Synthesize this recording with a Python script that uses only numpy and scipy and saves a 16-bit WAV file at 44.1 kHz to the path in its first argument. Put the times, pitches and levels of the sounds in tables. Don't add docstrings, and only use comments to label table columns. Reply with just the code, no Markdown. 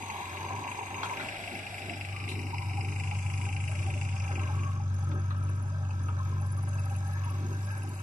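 import sys
import numpy as np
from scipy import signal
from scipy.fft import rfft, irfft, next_fast_len
from scipy.io import wavfile
from scipy.ndimage import uniform_filter1d

SR = 44100
rng = np.random.default_rng(int(sys.argv[2]) if len(sys.argv) > 2 else 0)


def materialize(psi):
    bounded = np.clip(np.atleast_2d(psi).T, -1, 1)
    quanta = np.round(bounded * 32767).astype(np.int16)
    wavfile.write(sys.argv[1], SR, quanta)


def invert_db(x):
    u = np.asarray(x, float) / 20
    return 10 ** u


N = 353946

# start_s, level_db
MOUND_SWELL = [(0, -46), (.2, -50), (.53, -41), (.75, -49), (.95, -45.5), (1.3, -51.5), (1.75, -46.5),
               (2.1, -39.5), (2.35, -38), (2.7, -34), (3.3, -32.5), (4.35, -32), (4.65, -30), (5.35, -30.5),
               (5.8, -32), (6.4, -30.5), (7.3, -31.5), (8.03, -37)]
# start_s, knock_db, tin_looseness_db
TRACTOR_LEVELS = [(0, -45.5, -9.5), (.96, -43.5, -11.5), (1.3, -42, -10), (1.74, -42, -9),
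                  (2.3, -41.5, -15), (2.5, -43.5, -14), (3.37, -41.5, -9.5), (4.45, -44.5, -10.5),
                  (4.65, -48.5, -12), (4.87, -66, 0), (5.8, -63, 1), (6.6, -67, 4), (6.75, -60, -0.5),
                  (7.0, -58, -3), (7.12, -61, -1), (7.28, -51.5, -12), (7.55, -60, 0), (8.03, -56, -4.5)]


def rms_one(x):
    return x / np.sqrt(np.mean(x ** 2) + 1e-20)


def in_time(rows):
    s, *columns = np.transpose(rows)
    return [np.interp(np.arange(N) / SR, s, column) for column in columns]


def at_hz(points, hz):
    hz_points, values = np.transpose(points)
    return np.interp(np.log(np.maximum(hz, 1)), np.log(hz_points), values)


def coarse_drift(rate):
    r = np.exp(-80 * np.pi * rate / SR)
    noise = rng.standard_normal(N // 40 + 2002)
    return rms_one(signal.lfilter([1], [1, -2 * r, r * r], noise)[2000:])


def fine(coarse, size=N):
    return np.interp(np.arange(size) / 40, np.arange(len(coarse)), coarse)


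def drift(rate):
    return fine(coarse_drift(rate))


def colour(x, points):
    size = next_fast_len(N)
    gain = invert_db(at_hz(points, np.fft.rfftfreq(size, 1 / SR)))
    return irfft(rfft(x, size) * gain, size)[:, :N]


def body(x, peaks, patchy_db=0):
    out = 0
    for k, (hz, width, db) in enumerate(peaks):
        r = np.exp(-np.pi * 1.5 * width / SR)
        b = (1 - r * r) / 2 * np.array([1, 0, -1])
        a = [1, -2 * r * np.cos(2 * np.pi * hz / SR), r * r]
        swell = invert_db(db)
        if patchy_db:
            wander = 1.8 * coarse_drift(15.7) + 1.1 * coarse_drift(2.56)
            swell = fine(invert_db(db + patchy_db * wander), x.shape[1])
        out = out + (-1) ** k * swell * signal.sosfilt([[*b, *a]] * 2, x)
    return rms_one(out)


def body_during(start_s, end_s, x, peaks, patchy_db):
    out = np.zeros_like(x)
    span = slice(round(start_s * SR), round(end_s * SR))
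    out[:, span] = body(x[:, span], peaks, patchy_db)
    return out


def firings(count, cylinders_db, spread_db, decay_s, between_db, alike=0, uneven=(), contact=0):
    which = np.floor(count).astype(int)
    total = which[-1] + 2
    size = invert_db(np.resize(cylinders_db, total) + spread_db * rng.standard_normal(600)[:total])
    for s, db in uneven:
        size[round(count[round(s * SR)])] *= invert_db(db)
    fired = np.diff(which, prepend=which[0]) > 0
    burst = signal.lfilter([1], [1, -np.exp(-1 / (decay_s * SR))], fired * size[which])
    noise = rng.standard_normal((2, N))
    since = np.arange(N) - np.maximum.accumulate(fired * np.arange(N))
    grain = np.sqrt(alike) * noise[:, since] + np.sqrt(1 - alike) * noise
    first_blow = contact * fired * burst * [[1], [.5]]
    return burst * grain + invert_db(between_db) * noise[:, ::-1] + first_blow


def exhaust(count, orders, wobble_db):
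    out = 0
    for multiple, db, sign in orders:
        level = invert_db(db + wobble_db * (1 - db / 8) * drift(5))
        out = out + sign * level * np.sqrt(2) * np.cos(2 * np.pi * multiple * count)
    return out


def loader():
    # start_s, speed_rpm
    speed = [(0.0, 1460.3), (0.34, 1356.6), (0.6, 1497.8), (0.9, 1419.6), (1.2, 1528.3), (1.45, 1469.0),
             (2.5, 1440.1), (3.8, 1421.8), (4.1, 1430.8), (4.36, 1383.3), (4.68, 1434.4), (5.1, 1412.6),
             (5.68, 1445.7), (6.0, 1392.4), (6.7, 1449.6), (7.1, 1416.8), (7.72, 1484.2), (8.03, 1436.6)]
    # start_s, effort_db over the mean, bonnet_turned_db towards the ports
    digging = [(0, 9, -46), (.3, 3.5, -1), (.5, 7.5, -1), (.83, 3.5, -5.5), (1.09, 6.5, 1.5),
               (1.5, -0.5, -6), (2.4, 0.5, -6), (3.1, 1.5, -4.5), (4.1, 2.5, -3.5), (4.47, -1, 7),
               (4.8, -6.5, 4), (5.0, -2, 2.5), (5.4, -8, 8.5), (6.04, -5, 5), (6.5, -4.5, 5.5),
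               (7.0, -2.5, 4), (7.4, -2.5, 3.5), (8.03, -2.5, 2.5)]
    # multiple of the four-stroke cycle, level_db, polarity
    pipe_orders = [(4, -31, 1), (6, -34, -1), (7, -27, -1), (8, 0, 1), (10, -15, 1), (11, -28, 1),
                   (12, -13, 1), (13, -30, -1), (14, -29, -1), (16, -24, -1), (18, -31, 1), (23, -35, 1)]
    # pitch_hz, width_hz, level_db
    pipe_puff = [(78.6, 128, -3.5), (108.6, 49, -2), (123.3, 29, 2), (151, 141, -6)]
    # pitch_hz, width_hz, level_db
    block_peaks = [(778, 69, -12), (800, 52, -7.5)]
    bonnet_peaks = [(585.5, 69, 3), (966, 110, 3.5), (1136, 33, 2.5), (1297, 63, 6), (1600, 107, 5),
                    (1793, 32, -1)]
    valve_peaks = [(3854, 270, 2.5), (4514, 640, -6), (5164, 730, 0.5), (5910, 82, 5), (7770, 260, -9.5),
                   (6400, 210, 9.5)]
    cylinder_levels = [0, -2, -4, -7]
    # start_s, level_db
    pump_levels = [(0, -45.5), (.3, -42.5), (.6, -42.5), (.9, -46.5), (1.15, -43.5), (1.3, -52),
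                   (1.9, -54.5), (2.3, -70), (8.03, -113)]
    # pitch_hz, width_hz, level_db
    pump_peaks = [(394, 60, -9), (736, 100, -12.5), (928, 118, -4), (1120, 51, -11)]

    rpm, = in_time(speed)
    drone_db, = in_time(MOUND_SWELL)
    effort_db, turned_db = in_time(digging)
    cycles = .12 + np.cumsum(rpm) / 120 / SR
    tones = exhaust(cycles, pipe_orders, wobble_db=.6) * [[1], [0]]
    puff = invert_db(-19) * body(rng.standard_normal((2, N)), pipe_puff)
    drone = invert_db(drone_db + .2) * (tones + puff)
    strokes = firings(4 * cycles + .5, cylinder_levels, 1.8, .012, -9)
    block = invert_db(-55 + effort_db) * body(strokes, block_peaks, patchy_db=1.4)
    bonnet = invert_db(-51.5 + .98 * effort_db + turned_db) * body(strokes, bonnet_peaks, patchy_db=.35)
    taps = firings(4 * cycles + .6, [0], 1.5, .008, -9)
    ticks = invert_db(-58 + .71 * effort_db) * body(taps, valve_peaks, patchy_db=1.2)
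    surges = firings(4 * cycles, [0], 3.0, .014, -11)
    pump = invert_db(in_time(pump_levels)[0]) * body_during(0, 2.6, surges, pump_peaks, 1.0)
    return drone + block + bonnet + ticks + pump


def tractor():
    # start_s, speed_rpm
    speed = [(0.0, 1033.4), (1.0, 1053.5), (2.0, 1046.1), (3.0, 1059.3), (3.5, 1060.6), (4.0, 1076.3),
             (4.4, 1023.1), (4.8, 945.7), (5.2, 697.9), (5.6, 631.9), (6.0, 733.8), (6.5, 730.0),
             (7.0, 715.5), (7.5, 668.2), (8.03, 721.4)]
    # multiple of the firing rate, level_db, polarity
    pipe_orders = [(2, -20, 1), (3, -8, 1), (4, 0, 1), (5, -11, -1), (6, -19, -1)]
    # pitch_hz, width_hz, level_db
    revved_peaks = [(2150, 314, 0.5), (2394, 70, 7), (2592, 252, 0), (2901, 110, -5), (4930, 510, -16.5)]
    idle_peaks = [(2210, 120, -23), (2600, 54, 4.5), (2843, 76, -5), (2920, 120, -12), (4750, 690, -24)]
    tin_peaks = [(7300, 2670, 9.5), (10030, 900, 1.5), (8250, 400, 2), (11130, 1140, 5)]
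    cylinder_levels = [-3, -3.5, -4]
    # start_s, level_db
    revved_uneven = [(0.061, -2.6), (0.1, 4.9), (0.293, -2.1), (0.331, -2.3), (0.369, 2.1), (0.6, -8.4),
                     (0.638, 2.2), (0.676, 3.6), (0.714, 3.0), (0.905, -3.3), (0.943, 5.7), (0.981, -2.5),
                     (1.019, -4.2), (1.171, 5.6), (1.285, 4.8), (1.399, -4.0), (1.513, -2.2), (1.551, 2.9),
                     (1.666, 2.5), (1.704, -2.9), (1.895, 4.5), (1.971, -4.6), (2.009, 4.2), (2.429, -3.4),
                     (2.581, 3.5), (2.657, -4.7), (2.77, -4.3), (2.808, 3.0), (2.997, 3.8), (3.111, 4.8),
                     (3.224, -4.3), (3.563, 2.5), (3.639, -2.2), (3.676, 3.9), (3.714, -2.9), (3.788, 2.7),
                     (3.863, -2.1), (3.975, -2.2), (4.012, 4.9), (4.354, 5.1), (4.393, 4.2), (4.512, -7.5),
                     (4.552, -3.7), (4.633, 3.3), (4.674, -6.4)]
    idle_uneven = [(5.364, 12), (5.485, 12), (5.849, 14), (5.903, 16), (6.405, 11), (6.67, 10), (6.724, 12),
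                   (6.781, 8.5), (6.892, 11), (6.947, 12.5), (7.116, 5), (7.249, 7), (7.289, 1.5),
                   (7.409, -10), (7.53, 3.5), (7.59, -5), (7.646, -5), (7.699, 9.5), (7.816, 10.5),
                   (7.875, 9), (7.993, 6.5)]

    rpm, = in_time(speed)
    knock_db, loose_db = in_time(TRACTOR_LEVELS)
    count = .13 + np.cumsum(rpm) / 40 / SR
    pipe_db = -43 + (in_time(MOUND_SWELL)[0] + 32) + .09 * (rpm - 1050)
    pipe = invert_db(pipe_db) * exhaust(count, pipe_orders, wobble_db=1.0) * [[1], [0]]
    bang = count + .29
    blows = firings(bang, cylinder_levels, .4, .008, -19, alike=.75,
                    uneven=[*revved_uneven, *idle_uneven], contact=3.5)
    idling = np.clip((850 - rpm) / 150, 0, 1)
    revved_knock = body_during(0, 5.2, blows, revved_peaks, .25)
    idle_knock = body_during(4.8, 9, blows, idle_peaks, 2.0)
    knock = (1 - idling) * revved_knock + idling * idle_knock
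    shakes = firings(bang, cylinder_levels, 1.5, .010, -5)
    rattle = invert_db(loose_db) * body(shakes, tin_peaks, patchy_db=1.2)
    return pipe + invert_db(knock_db - 2.5) * (knock + rattle) + chirps(count)


def yard():
    # middle_s, level_db, half_length_s, hollow_pitch_hz
    wind_puffs = [(0.032, -48, 0.023, 337.3), (0.549, -48.5, 0.13, 330), (0.984, -47.5, 0.074, 340),
                  (1.223, -48, 0.057, 290.5), (1.55, -43.5, 0.045, 303.2), (1.913, -44, 0.073, 288),
                  (2.38, -43, 0.13, 309), (2.853, -47.5, 0.14, 315.2), (3.475, -56.5, 0.15, 291),
                  (3.923, -51, 0.13, 283.6), (4.387, -46.5, 0.078, 323), (4.598, -53.5, 0.08, 330),
                  (5.148, -41, 0.046, 333.7), (5.508, -51.5, 0.1, 285), (6.06, -53, 0.08, 284.7),
                  (6.337, -52, .06, 383), (6.622, -59, 0.12, 273.5), (7.467, -45, 0.12, 337.6),
                  (7.88, -47.5, 0.067, 303.5)]
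    # pitch_hz, level_db per Hz
    rumble_spectrum = [(94, -66), (160, -4.5), (226, -2), (340, -2.5), (408, -4.5), (471, -17.5),
                       (520, -13), (680, -81), (1140, -120)]
    calm_db, calm_hz = -56, 276.4

    t = np.arange(0, N + 80, 40) / SR
    level, pull = invert_db(calm_db), 0
    for s, db, half, hz in wind_puffs:
        puff = invert_db(db) * np.exp(-((t - s) / half) ** 2)
        level = level + puff
        pull = pull + puff * (hz - calm_hz)
    hollow_hz = calm_hz + pull / level
    rumble = rms_one(colour(rng.standard_normal((2, N)), rumble_spectrum))
    low_pass = signal.butter(2, 40.0, fs=SR, output="sos")
    flutter = signal.sosfilt(low_pass, rng.standard_normal((2, N)))
    hollow = rms_one(flutter * np.sin(2 * np.pi * np.cumsum(fine(hollow_hz)) / SR))
    return invert_db(-8.0) * fine(level) * (1.82 * rumble + hollow)


def far_engines():
    # pitch_hz, level_db per Hz
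    wash_spectrum = [(20, -37), (150, -33), (1700, -32), (2620, -31.5), (3340, -39), (10600, -57.5),
                     (12800, -51.5), (15400, -75)]

    out, hz = 0, np.geomspace(30, 15500, 90)
    for _ in range(3):
        ragged_db = at_hz(wash_spectrum, hz) + 5.0 * rng.standard_normal(len(hz))
        clump = colour(rng.standard_normal((2, N)), np.transpose([hz, ragged_db]))
        out = out + invert_db(2.0 * drift(2)) * clump
    knock_db, swell_db = in_time(TRACTOR_LEVELS)[0], in_time(MOUND_SWELL)[0]
    return invert_db(-49.5 + .29 * (knock_db + 46) - .47 * (swell_db + 40)) * rms_one(out)


def swells():
    # middle_s, level_db, half_length_s, pitch_hz
    panel_hums = [(0.505, -49, 0.29, 1003), (2.2, -52, .08, 1174), (2.621, -53, 0.25, 962),
                  (2.749, -52, .25, 803), (3.145, -55, .25, 987), (3.401, -55.5, 0.26, 800),
                  (3.446, -55, 0.084, 960), (4.0, -56, 0.18, 800), (4.446, -48, 0.07, 1067),
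                  (4.462, -52, 0.049, 576), (4.674, -45.5, 0.12, 1110), (5.095, -55, 0.17, 1290),
                  (5.14, -52, .06, 573), (5.39, -51, 0.085, 1284), (5.777, -51, 0.053, 608),
                  (6.15, -50.5, 0.15, 1290), (6.448, -54.5, 0.15, 1032), (6.503, -57, 0.074, 1625),
                  (6.75, -56, .07, 1300), (6.757, -54, 0.086, 1590), (6.806, -55.5, 0.14, 590),
                  (7.148, -51, 0.13, 1676), (7.3, -51.5, 0.13, 1117), (7.55, -52, 0.037, 1580),
                  (7.74, -45.5, 0.072, 1603), (7.75, -52, 0.061, 900)]

    out, t = np.zeros((2, N)), np.arange(-SR // 2, SR // 2) / SR
    for s, db, half, hz in panel_hums:
        i = max(round(s * SR) - SR // 2, 0)
        hum = body(rng.standard_normal((2, SR)), [(hz, .055 * hz, 0)])
        hum = invert_db(db) * np.exp(-(t / half) ** 2) * hum
        out[:, i:i + SR] += hum[:, :N - i]
    return out


def chirps(count):
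    # start_s, length_s, level_db
    spells = [(0.717, 0.034, -54), (1.57, 0.043, -58), (3.407, 0.54, -56.5), (4.15, 0.28, -79),
              (4.913, 0.34, -61.5), (5.388, 0.29, -58.5), (6.037, 0.071, -63), (6.238, .03, -63),
              (6.393, 0.57, -57), (7.072, 0.079, -57), (7.227, 0.11, -59), (7.504, 0.058, -64),
              (7.646, 0.35, -57)]
    pitch_hz, length_s, edge_s = 10790, .021, .018

    from_firing_s = ((count + .5) % 1 - .5) / (np.gradient(count) * SR)
    size = invert_db(2.5 * rng.standard_normal(600))[np.floor(count + .5).astype(int)]
    bump = size * np.exp(-2 * (2 * from_firing_s / length_s) ** 2)
    tone = np.sin(2 * np.pi * np.cumsum(pitch_hz + 25 * drift(35.4)) / SR)
    t, loose = np.arange(N) / SR, 0
    for s, length, db in spells:
        inside_s = np.minimum(t - s, s + length - t)
        loose = loose + invert_db(db) * np.clip(inside_s / edge_s + 1, 0, 1)
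    return invert_db(-5.0) * loose * rms_one(bump * tone) * [[1], [.6]]


def clanks():
    # start_s, peak_db, ring_hz
    panel_clanks = [(.97, -30, 961), (1.108, -26, 985), (1.468, -30, 676), (1.531, -33.5, 775),
                    (1.721, -35, 720), (1.79, -51, 800), (1.903, -35, 706), (2.114, -41.5, 778),
                    (2.308, -42, 1006), (2.443, -38, 777), (2.526, -30, 940), (2.608, -33, 982),
                    (2.694, -31.5, 807), (2.777, -27.5, 789), (2.86, -37, 808), (2.945, -43, 810),
                    (3.024, -49, 767), (3.112, -30.5, 810), (3.194, -51, 800), (3.282, -41, 798),
                    (3.426, -40, 970), (3.697, -42, 840), (3.871, -31, 778), (4.289, -37, 796),
                    (4.374, -35.5, 783), (4.545, -42, 1170), (4.49, -31, 834), (4.795, -34.5, 820),
                    (5.072, -43, 1273), (5.136, -39, 1273), (5.305, -33.5, 1260), (5.639, -45, 810),
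                    (5.807, -36, 803), (5.892, -40, 820), (5.978, -51, 974), (6.087, -56, 1240),
                    (6.195, -37.5, 1048), (6.319, -44, 1040), (6.403, -39, 805), (6.573, -42, 1153),
                    (6.903, -37, 800), (7.076, -35.5, 820), (7.157, -41, 955), (7.26, -31, 938),
                    (7.492, -36.5, 979), (7.632, -47, 966), (7.84, -39, 800), (7.9, -46, 999)]
    # start_s, peak_db, ring_hz
    hollow_clanks = [(3.549, -56, 537), (3.689, -32, 608), (3.742, -42, 593), (3.803, -46, 598),
                     (3.884, -43, 590), (3.953, -31, 584)]
    t60_s, attack_s = .092, .00063

    out, t = np.zeros((2, N + SR)), np.arange(round(.15 * SR)) / SR
    for s, db, hz in [*panel_clanks, *hollow_clanks]:
        ring = body(rng.standard_normal((2, len(t))), [(hz, .031 * hz, 0)])
        i = round(s * SR)
        out[:, i:i + len(t)] += invert_db(db + 1.5 - 60 * t / t60_s) * ring * (1 - np.exp(-t / attack_s))
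    return out[:, :N]


def knocks():
    # start_s, peak_db, ring_hz, t60_s, crack_top_hz
    steel_hits = [
        (1.031, -27, 960, 0.14, 4050),
        (1.196, -34, 1380, 0.19, 4130),
        (2.288, -37, 2650, 0.22, 10600),
        (4.801, -65.5, 838, 0.036, 1470),
        (5.114, -39.5, 925, 0.11, 3520),
        (5.305, -39, 1200, 0.13, 3000),
        (5.807, -69, 823, 0.15, 1494),
        (5.891, -46, 830, 0.064, 1532),
        (6.083, -36.5, 905, 0.12, 2804),
        (6.196, -62, 1094, 0.25, 2500),
    ]

    out, t = np.zeros((2, N)), np.arange(round(.3 * SR)) / SR
    for s, db, hz, t60, top_hz in steel_hits:
        first_contact = 9 * (np.arange(len(t)) == 40)
        noise = rng.standard_normal((2, len(t))) + first_contact
        ring = body(noise, [(hz, .15 * hz, 0), (1.5 * hz, .2 * hz, -1), (3.3 * hz, .4 * hz, -13)])
        band = signal.butter(4, [400, top_hz], "band", fs=SR, output="sos")
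        crack = rms_one(signal.sosfilt(band, noise))
        envelope = invert_db(db - 2 - 60 * t / t60) * (1 - np.exp(-t / .001))
        i = round(s * SR)
        out[:, i:i + len(t)] += envelope * (ring + .5 * crack)
    return out


def dip(hz, centre_hz, db, width_oct):
    off, shoulder = np.log2(hz / centre_hz) / width_oct, .099
    return db * (np.exp(-off ** 2) * (1 + shoulder) - shoulder * np.exp(-(off / 3) ** 2))


def walk(x):
    # arrival_s, added_hz, low_cancelled_hz, high_cancelled_hz, depth_db
    standpoints = [
        (0, 1053, 1300, 5420, -6.5),
        (1.3, 634, 1130, 6480, -8),
        (2.3, 889, 1680, 3340, -5),
        (3.1, 920, 1900, 3990, -3.5),
        (4.4, 1338, 2050, 4014, -2),
        (6.4, 1600, 2140, 4640, 1.5),
    ]
    # cancelled_hz, added_hz, depth_db, top_db
    upper_echoes = [(10000, 8300, -3.5, 2), (9200, 4700, -5.5, -1), (6500, 5030, -10, 9),
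                    (7300, 6800, 1, -7), (8450, 6090, -4, 4.5), (8700, 7170, -1.5, 20)]
    low_oct, high_oct, upper_oct, top_hz, fade_s = .25, .12, .1, 12900, .264

    t, out, hz = np.arange(N) / SR, 0, np.geomspace(200, 16000, 120)
    arrived = [np.clip((t - row[0]) / fade_s + 1, 0, 1) for row in standpoints] + [0]
    for k, (_, lift_hz, low_hz, high_hz, db) in enumerate(standpoints):
        cut_hz, added_hz, upper_db, top_db = upper_echoes[k]
        echoes_db = dip(hz, low_hz, db, low_oct) + dip(hz, high_hz, 1.2 * db, high_oct)
        echoes_db -= dip(hz, lift_hz, .91 * db, low_oct)
        echoes_db += dip(hz, cut_hz, upper_db, upper_oct) - dip(hz, added_hz, upper_db / 2, upper_oct)
        echoes_db += top_db / (1 + (top_hz / hz) ** 8)
        here = arrived[k] - arrived[k + 1]
        out = out + here * colour(x, np.transpose([hz, echoes_db]))
    return out


def scene():
    # pitch_hz, likeness (0 to 1)
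    likeness = [(25, .4), (60, .8), (95, 1), (150, .8), (300, .95), (800, .92), (1500, .62), (2500, .66),
                (5000, .42), (12000, .4)]
    # pitch_hz, left_minus_right_db
    balance = [(60, -.5), (150, 3), (380, 0), (800, .3), (1500, 3.5), (5500, 4.5), (8000, -1),
               (15000, -1.5)]
    # start_s, extra_left_minus_right_db
    facing = [(0, -0.5), (1.4, -0.5), (2.6, 0), (8.03, -1)]

    size = next_fast_len(N + 64)
    hz = np.fft.rfftfreq(size, 1 / SR)
    echoed = walk(loader() + tractor() + yard() + far_engines())
    direct, scattered = rfft(echoed + knocks() + clanks() + swells(), size)
    alike = np.clip(at_hz(likeness, hz), 0, 1)
    tilt = invert_db(at_hz(balance, hz) / 2)
    lag = 7 + (17 - 7) / (1 + (1750 / np.maximum(hz, 1)) ** 6)
    same = np.sqrt((1 + alike) / 2) * direct
    other = np.sqrt((1 - alike) / 2) * scattered
    left = (same + other) * tilt * np.exp(-2j * np.pi * hz * lag / SR)
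    right = (same - other) / tilt
    turned = invert_db(in_time(facing)[0] * [[.5], [-.5]])
    return irfft(np.array([left, right]), size)[:, :N] * turned


def starved(x):
    # pitch_hz, threshold_db
    dropped_under = [(900, -60), (1750, -14), (2600, -20), (3400, -9), (4200, -8), (5500, -7.5),
                     (10500, -8), (15500, -10)]
    # start_s, highest_whole_band_hz
    ceiling = [(0, 13800), (1.15, 13800), (1.25, 12600), (2.4, 12400), (2.6, 11500), (6.0, 11300),
               (6.6, 11800), (8.03, 12300)]

    hz, s, bins = signal.stft(x, SR, "hann", 1024)
    bands = bins[:, :512].reshape(2, 128, 4, -1)
    hz = hz[2:512:4, None]
    power = uniform_filter1d(np.mean(abs(bands) ** 2, axis=(0, 2)), size=3) + 1e-20
    under_db = 10 * np.log10(power / uniform_filter1d(power, size=13, axis=0))
    wander = signal.lfilter([.44], [1, -.9], rng.standard_normal(power.shape))
    over = hz > np.interp(s, *np.transpose(ceiling))
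    threshold_db = at_hz(dropped_under, hz) + 13.5 * over + 4.5 * (1 + over) * wander
    bands = bands * (under_db > threshold_db)[:, None]
    bins[:, :512] = bands.reshape(2, 512, -1)
    return signal.istft(bins, SR, "hann", 1024)[1][:, :N]


def top_cut(x):
    return signal.sosfilt(signal.butter(12, 15600, fs=SR, output="sos"), x)


def record(dry):
    return top_cut(starved(dry))


dry = scene()
out = record(dry)
materialize(out)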